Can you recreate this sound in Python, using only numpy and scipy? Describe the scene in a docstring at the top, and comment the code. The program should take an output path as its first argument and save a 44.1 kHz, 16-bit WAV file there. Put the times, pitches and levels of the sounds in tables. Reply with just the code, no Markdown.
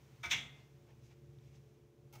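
"""A steel latch clacks twice, lightly and then hard, and rings on in a small wood-panelled lift cabin.
Each clack is a cluster of impacts that excites the panels and the damped modes of the steel.
The drive hums throughout over a low rumble and faint hiss, with a few soft rustles.
Near the end a smaller, brighter catch clicks, followed by a dull bump and a thin ping."""
import sys
import numpy as np
from scipy import signal
from scipy.io import wavfile

SR = 44100
rng = np.random.default_rng(int(sys.argv[2]) if len(sys.argv) > 2 else 0)


def unload_wav(signal):
    """Save mono or channel-first audio to the path in sys.argv[1] as 16-bit WAV at rate SR, clipped to [-1, 1]."""
    wavfile.write(
        sys.argv[1],
        SR,
        np.round(np.clip(np.atleast_2d(signal).T, -1, 1) * 32767).astype(np.int16),
    )


N = 97020
TIME = np.arange(N) / SR
EDGES_HZ = np.concatenate([np.geomspace(20, 1400, 21)[:-1], np.geomspace(1400, 17000, 25)])
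CENTRES_HZ = np.sqrt(EDGES_HZ[:-1] * EDGES_HZ[1:])


def from_db(db):
    """Amplitude grows tenfold for every 20 dB."""
    return 10 ** (np.asarray(db) / 20)


def at_bands(points):
    """Interpolation over log frequency, at the band centres."""
    hz, value = np.transpose(points)
    return np.interp(np.log(CENTRES_HZ), np.log(hz), value)


def envelope(points):
    """Amplitude envelope, linear in decibels between points."""
    return from_db(np.interp(TIME, *np.transpose(points)))


def decay(t60_s):
    """Exponential damping: 60 dB down after t60_s."""
    return np.exp(-np.log(1000) * TIME / t60_s)


def onset(rise_s):
    """Smooth attack from 0 to 1."""
    return 1 - np.exp(-(TIME / rise_s) ** 2)


def mode(hz, t60_s):
    """Free vibration of a struck mode: a damped sinusoid."""
    return np.sin(2 * np.pi * hz * TIME) * decay(t60_s)


def add(out, start_s, sound):
    """Superposition of a sound from start_s onward."""
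    start = min(int(start_s * SR), N - 1)
    out[start:] += sound[:N - start]


def drift(rate_hz):
    """Slow random modulation between Gaussian values."""
    knots = rng.standard_normal(200)
    return np.interp(TIME * rate_hz, np.arange(len(knots)), knots)


def noise_bands():
    """Band-passed white noise, with neighbouring bands uncorrelated."""
    white = rng.standard_normal((2, N + SR // 2))
    filters = [signal.butter(3, edges, "band", fs=SR, output="sos")
               for edges in zip(EDGES_HZ, EDGES_HZ[1:])]
    return np.array([signal.sosfilt(sos, white[k % 2])[-N:] for k, sos in enumerate(filters)])


def band_gains(spectrum, tilt_db_per_octave=0):
    """Uncorrelated powers add: gains that shape the bands to a total rms of 1."""
    gains = from_db(at_bands(spectrum) + tilt_db_per_octave * np.log2(CENTRES_HZ))
    power = np.sum(gains ** 2 * np.diff(EDGES_HZ)) * 2 / SR
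    return gains / np.sqrt(power)


# Spectrum of the hiss: frequency_hz, relative_density_db
HISS_SPECTRUM = [(400, -4.5), (900, 4), (1700, 0), (2300, 2), (3400, -2), (4600, -6), (6100, -2),
                 (8000, -10.5), (11000, -15.5), (15000, -10)]
# Envelope of the hiss: time_s, level_db
HISS_ENVELOPE = [(0, -73.5), (.22, -72.5), (.7, -76.5), (1.3, -78.5), (1.65, -78), (1.95, -82.5),
                 (2.2, -78)]

def hiss():
    """Broadband noise: a faint airy hiss that sinks slowly and recovers a little at the end."""
    return envelope(HISS_ENVELOPE) * (band_gains(HISS_SPECTRUM) @ noise_bands())


# Tones of the drive: pitch_hz, base_rms_db, envelope_exponent
DRIVE_TONES = [(50, -85.5, .5), (70, -72, 0.65), (116.2, -71, 0.7), (126.6, -70.5, 1), (138.6, -63, 0.93),
               (179, -82.5, 0.45), (224, -80.5, 0.19), (263, -90.5, .5), (319, -81, 0.54),
               (351, -71.5, 1.3), (431, -76.5, .2), (446, -80, 0.25), (564, -82, .8), (735, -96, .5)]
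# Throb of the low register: time_s, gain_db
DRONE_ENVELOPE = [(0, -1.5), (.55, -0.5), (.68, -3.5), (.79, 2.5), (.87, -4.5), (1.0, 3), (1.14, -2.5),
                  (1.28, 2), (1.5, 2), (1.76, -5.5), (1.84, 2), (1.92, -14), (1.99, -7), (2.04, 0.5),
                  (2.2, -3.5)]
# Swell of the upper tones: time_s, gain_db
WHINE_ENVELOPE = [(0, -4), (.65, -5.5), (.8, 1.5), (1.05, -2.5), (1.3, 1.5), (1.6, -2), (2.0, -1), (2.2, 1)]
# Rumble of the cabin: frequency_hz, relative_density_db
RUMBLE_SPECTRUM = [(25, -40), (42, -30), (60, -16.5), (85, -8), (100, -12), (120, 1), (135, -5.5),
                   (155, -13.5), (210, -11), (280, -22.5), (350, -18), (450, -18.5), (520, -24),
                   (650, -26.5), (1000, -34), (2000, -51.5)]

def drive():
    """Amplitude and frequency modulation: tones waver over a rumble whose lows throb with the drone."""
    drone_top_hz, wander_hz, waver_db, rumble_db = 200, 1.49, 1.5, -65.5
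    drone, whine = envelope(DRONE_ENVELOPE), envelope(WHINE_ENVELOPE)
    hum = np.zeros(N)
    for hz, db, exponent in DRIVE_TONES:
        cycles = rng.random() + np.cumsum(hz + wander_hz * drift(rate_hz=10)) / SR
        swell = (drone if hz < drone_top_hz else whine) ** exponent
        rms = swell * from_db(db + waver_db * drift(rate_hz=8.34))
        hum += rms * np.sqrt(2) * np.sin(2 * np.pi * cycles)
    rumble = from_db(rumble_db) * band_gains(RUMBLE_SPECTRUM)[:, None] * noise_bands()
    low = CENTRES_HZ < drone_top_hz
    return hum + drone * rumble[low].sum(axis=0) + rumble[~low].sum(axis=0)


# Swells of rubbing: peak_s, sigma_s, level_db, tilt_db_per_octave
RUSTLE_SWELLS = [(0.59, 0.046, -71, 2), (0.9, 0.022, -68.5, -2.5), (1.058, 0.024, -74.5, 9),
                 (1.119, 0.014, -71, 2.5), (1.467, 0.048, -78.5, 5.5), (1.56, 0.02, -75, 6.5)]
# Spectrum of the rubbing: frequency_hz, relative_density_db
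RUSTLE_SPECTRUM = [(100, -22), (350, 1), (700, 11.5), (1500, -2), (2300, 5), (4500, -7), (6000, -6.5),
                   (9000, -24.5), (15000, -38)]

def rustles():
    """Friction noise in short Gaussian swells, and one tiny, heavily damped tick."""
    bands, out = noise_bands(), np.zeros(N)
    for peak_s, sigma_s, db, tilt in RUSTLE_SWELLS:
        swell = from_db(db) * np.exp(-.5 * ((TIME - peak_s) / sigma_s) ** 2)
        out += swell * (band_gains(RUSTLE_SPECTRUM, tilt) @ bands)
    tick = from_db(-60.5) * mode(hz=3670, t60_s=.0054)
    add(out, 1.3872, tick)
    return out


# Reverberation time of the cabin: frequency_hz, t60_s
CABIN_REVERBERATION = [(100, .6), (600, 0.92), (1300, .46), (2300, 0.39), (3500, 0.4), (6000, 0.33),
                       (9500, 0.47), (14000, 0.33)]

def impacts(contacts, spectrum):
    """Impulse response: each contact gives dense panel rings and reflections, then the cabin's tail."""
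    contact_rise_s, rise_cycles = .00085, 2.5
    attack = onset(np.hypot(contact_rise_s, rise_cycles / CENTRES_HZ[:, None]))  # lows build up later
    tail = from_db(-9) * decay(at_bands(CABIN_REVERBERATION)[:, None])
    fade = attack * np.hypot(decay(t60_s=.1), tail)
    bands, out = noise_bands(), np.zeros(N)
    for start_s, db, tilt in contacts:
        response = np.roll(bands, rng.integers(N // 2), axis=1) * fade
        add(out, start_s, from_db(db) * (band_gains(spectrum, tilt) @ response))
    return out


# Contacts of the small catch: start_s, level_db, tilt_db_per_octave
CATCH_IMPACTS = [(2.1252, -62.5, 2.5), (2.1350, -59.5, 0), (2.1440, -67.5, -5), (2.1510, -56.5, -2),
                 (2.1580, -68, 1)]
# Spectrum of those contacts: frequency_hz, relative_density_db
CATCH_SPECTRUM = [(100, -15.5), (600, -1), (870, 4.5), (1080, -12), (1300, 1), (1700, -9.5), (2200, -0.5),
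                  (3000, -4.5), (3700, -8), (6300, -5), (7500, -14.5), (10500, -12.5), (12500, -16),
                  (14600, -7)]
# Modes of the catch: pitch_hz, level_db, t60_s
CATCH_RESONANCES = [(836, -63, 0.36), (955, -66, 0.28), (1340, -62.5, 0.15), (2185, -68, 0.47),
                    (2760, -74, 0.3), (3130, -74, 0.34), (6370, -66, 0.17)]
# Low modes of the bumped cabin: pitch_hz, relative_db, t60_s
BUMP_RESONANCES = [(25, -15, .4), (126.5, 7, 0.64), (186, -12, .2)]
RING_RISE_S = .0071

def catch():
    """Impact excitation: the catch rattles and rings, then come a dull cabin bump and a thin ping."""
    out = impacts(CATCH_IMPACTS, CATCH_SPECTRUM)
    ringing = sum(from_db(db) * mode(hz, t60_s) for hz, db, t60_s in CATCH_RESONANCES)
    bump = from_db(-60) * sum(from_db(db) * mode(hz, t60_s) for hz, db, t60_s in BUMP_RESONANCES)
    ping = from_db(-70) * mode(hz=7850, t60_s=.3)
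    add(out, CATCH_IMPACTS[0][0], onset(RING_RISE_S) * ringing)
    add(out, 2.162, bump)
    add(out, 2.189, ping)
    return out


# The lever takes up its play: start_s, level_db, tilt_db_per_octave
LEVER_IMPACTS = [(.2300, -54, 2.5), (.2340, -45, -2), (.2405, -44, -1.5), (.2535, -41.5, -1.5),
                 (.2945, -54, 0.5)]
# Spectrum of the lever: frequency_hz, relative_density_db
LEVER_SPECTRUM = [(40, -29.5), (85, 6.5), (170, -8), (330, -8.5), (520, -18), (750, -11), (1100, -15),
                  (1400, 2.5), (1800, -6.5), (2200, 2.5), (2900, -11.5), (3600, -2), (4300, -17),
                  (6100, -6.5), (7500, -23), (9000, -20), (11000, -34), (14500, -23.5)]
# The bolt slams home and bounces: start_s, level_db, tilt_db_per_octave
BOLT_IMPACTS = [(.3010, -44.5, 2), (.3065, -39.5, 5.5), (.3100, -29, 0.5), (.3160, -31.5, 1.5),
                (.3240, -38, -1.5), (.3305, -33, -3)]
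# Spectrum of the bolt and its housing: frequency_hz, relative_density_db
BOLT_SPECTRUM = [(35, -53), (85, -13.5), (170, -11), (330, -23), (550, -22), (900, -18.5), (1500, -13),
                 (1850, -8.5), (2150, 5), (2450, -2.5), (2700, -1), (2980, -7), (3500, 3.5), (3900, -6),
                 (4400, -23), (4900, -12), (5300, -14.5), (5900, -9), (7200, -17), (8400, -30),
                 (10500, -37), (14500, -33)]
# Modes of the steel: pitch_hz, light_relative_db, hard_relative_db, t60_s
STEEL_RESONANCES = [(694, -16, -23, .52), (927, -13, -14, .5), (1060, -20, -15, .38), (1263, -13, -19, .65),
                    (1483, -14, -17, .5), (1857, -23, -17, .55), (2037, -18, -9, .32), (2093, -9, -5, .64),
                    (2143, -18, -3, .36), (2207, -14, -7, .35), (2259, -4, -11, .34), (2309, 1, -1, .35),
                    (2520, -18, -13, .62), (2616, -17, -10, .39), (2788, -24, -7, .44), (2847, -28, -3, .4),
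                    (3178, -28, -5, .4), (3228, -22, -7, .48), (3350, -24, -2, .5), (3532, -11, -5, .52),
                    (3602, -22, -7, .42), (5683, -28, -11, .37), (6073, -22, -13, .36),
                    (6243, -32, -13, .37)]

def latch():
    """Modal superposition: the light lever and the hard bolt excite the same modes in different shares."""
    hz, light_db, hard_db, t60_s = np.transpose(STEEL_RESONANCES)
    surplus = from_db(5) * decay(t60_s=.15)  # extra early ringing, quickly shed into the housing
    polarity = rng.choice([-1, 1], (len(hz), 1))
    ringing = onset(RING_RISE_S) * (1 + surplus) * polarity * mode(hz[:, None], t60_s[:, None])
    out = impacts(LEVER_IMPACTS, LEVER_SPECTRUM) + impacts(BOLT_IMPACTS, BOLT_SPECTRUM)
    add(out, .2315, from_db(light_db - 43.5) @ ringing)
    add(out, .3085, from_db(hard_db - 43) @ ringing)
    return out


def scene():
    """Sound pressures add at one microphone in the cabin."""
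    return (latch() + catch() + drive() + hiss() + rustles())[None]


def record(dry):
    """Band limiting: a steep elliptic low-pass removes the highest treble."""
    cutoff_hz = 15600
    return signal.sosfilt(signal.ellip(10, .2, 70, cutoff_hz, fs=SR, output="sos"), dry)


dry = scene()
out = record(dry)
unload_wav(out)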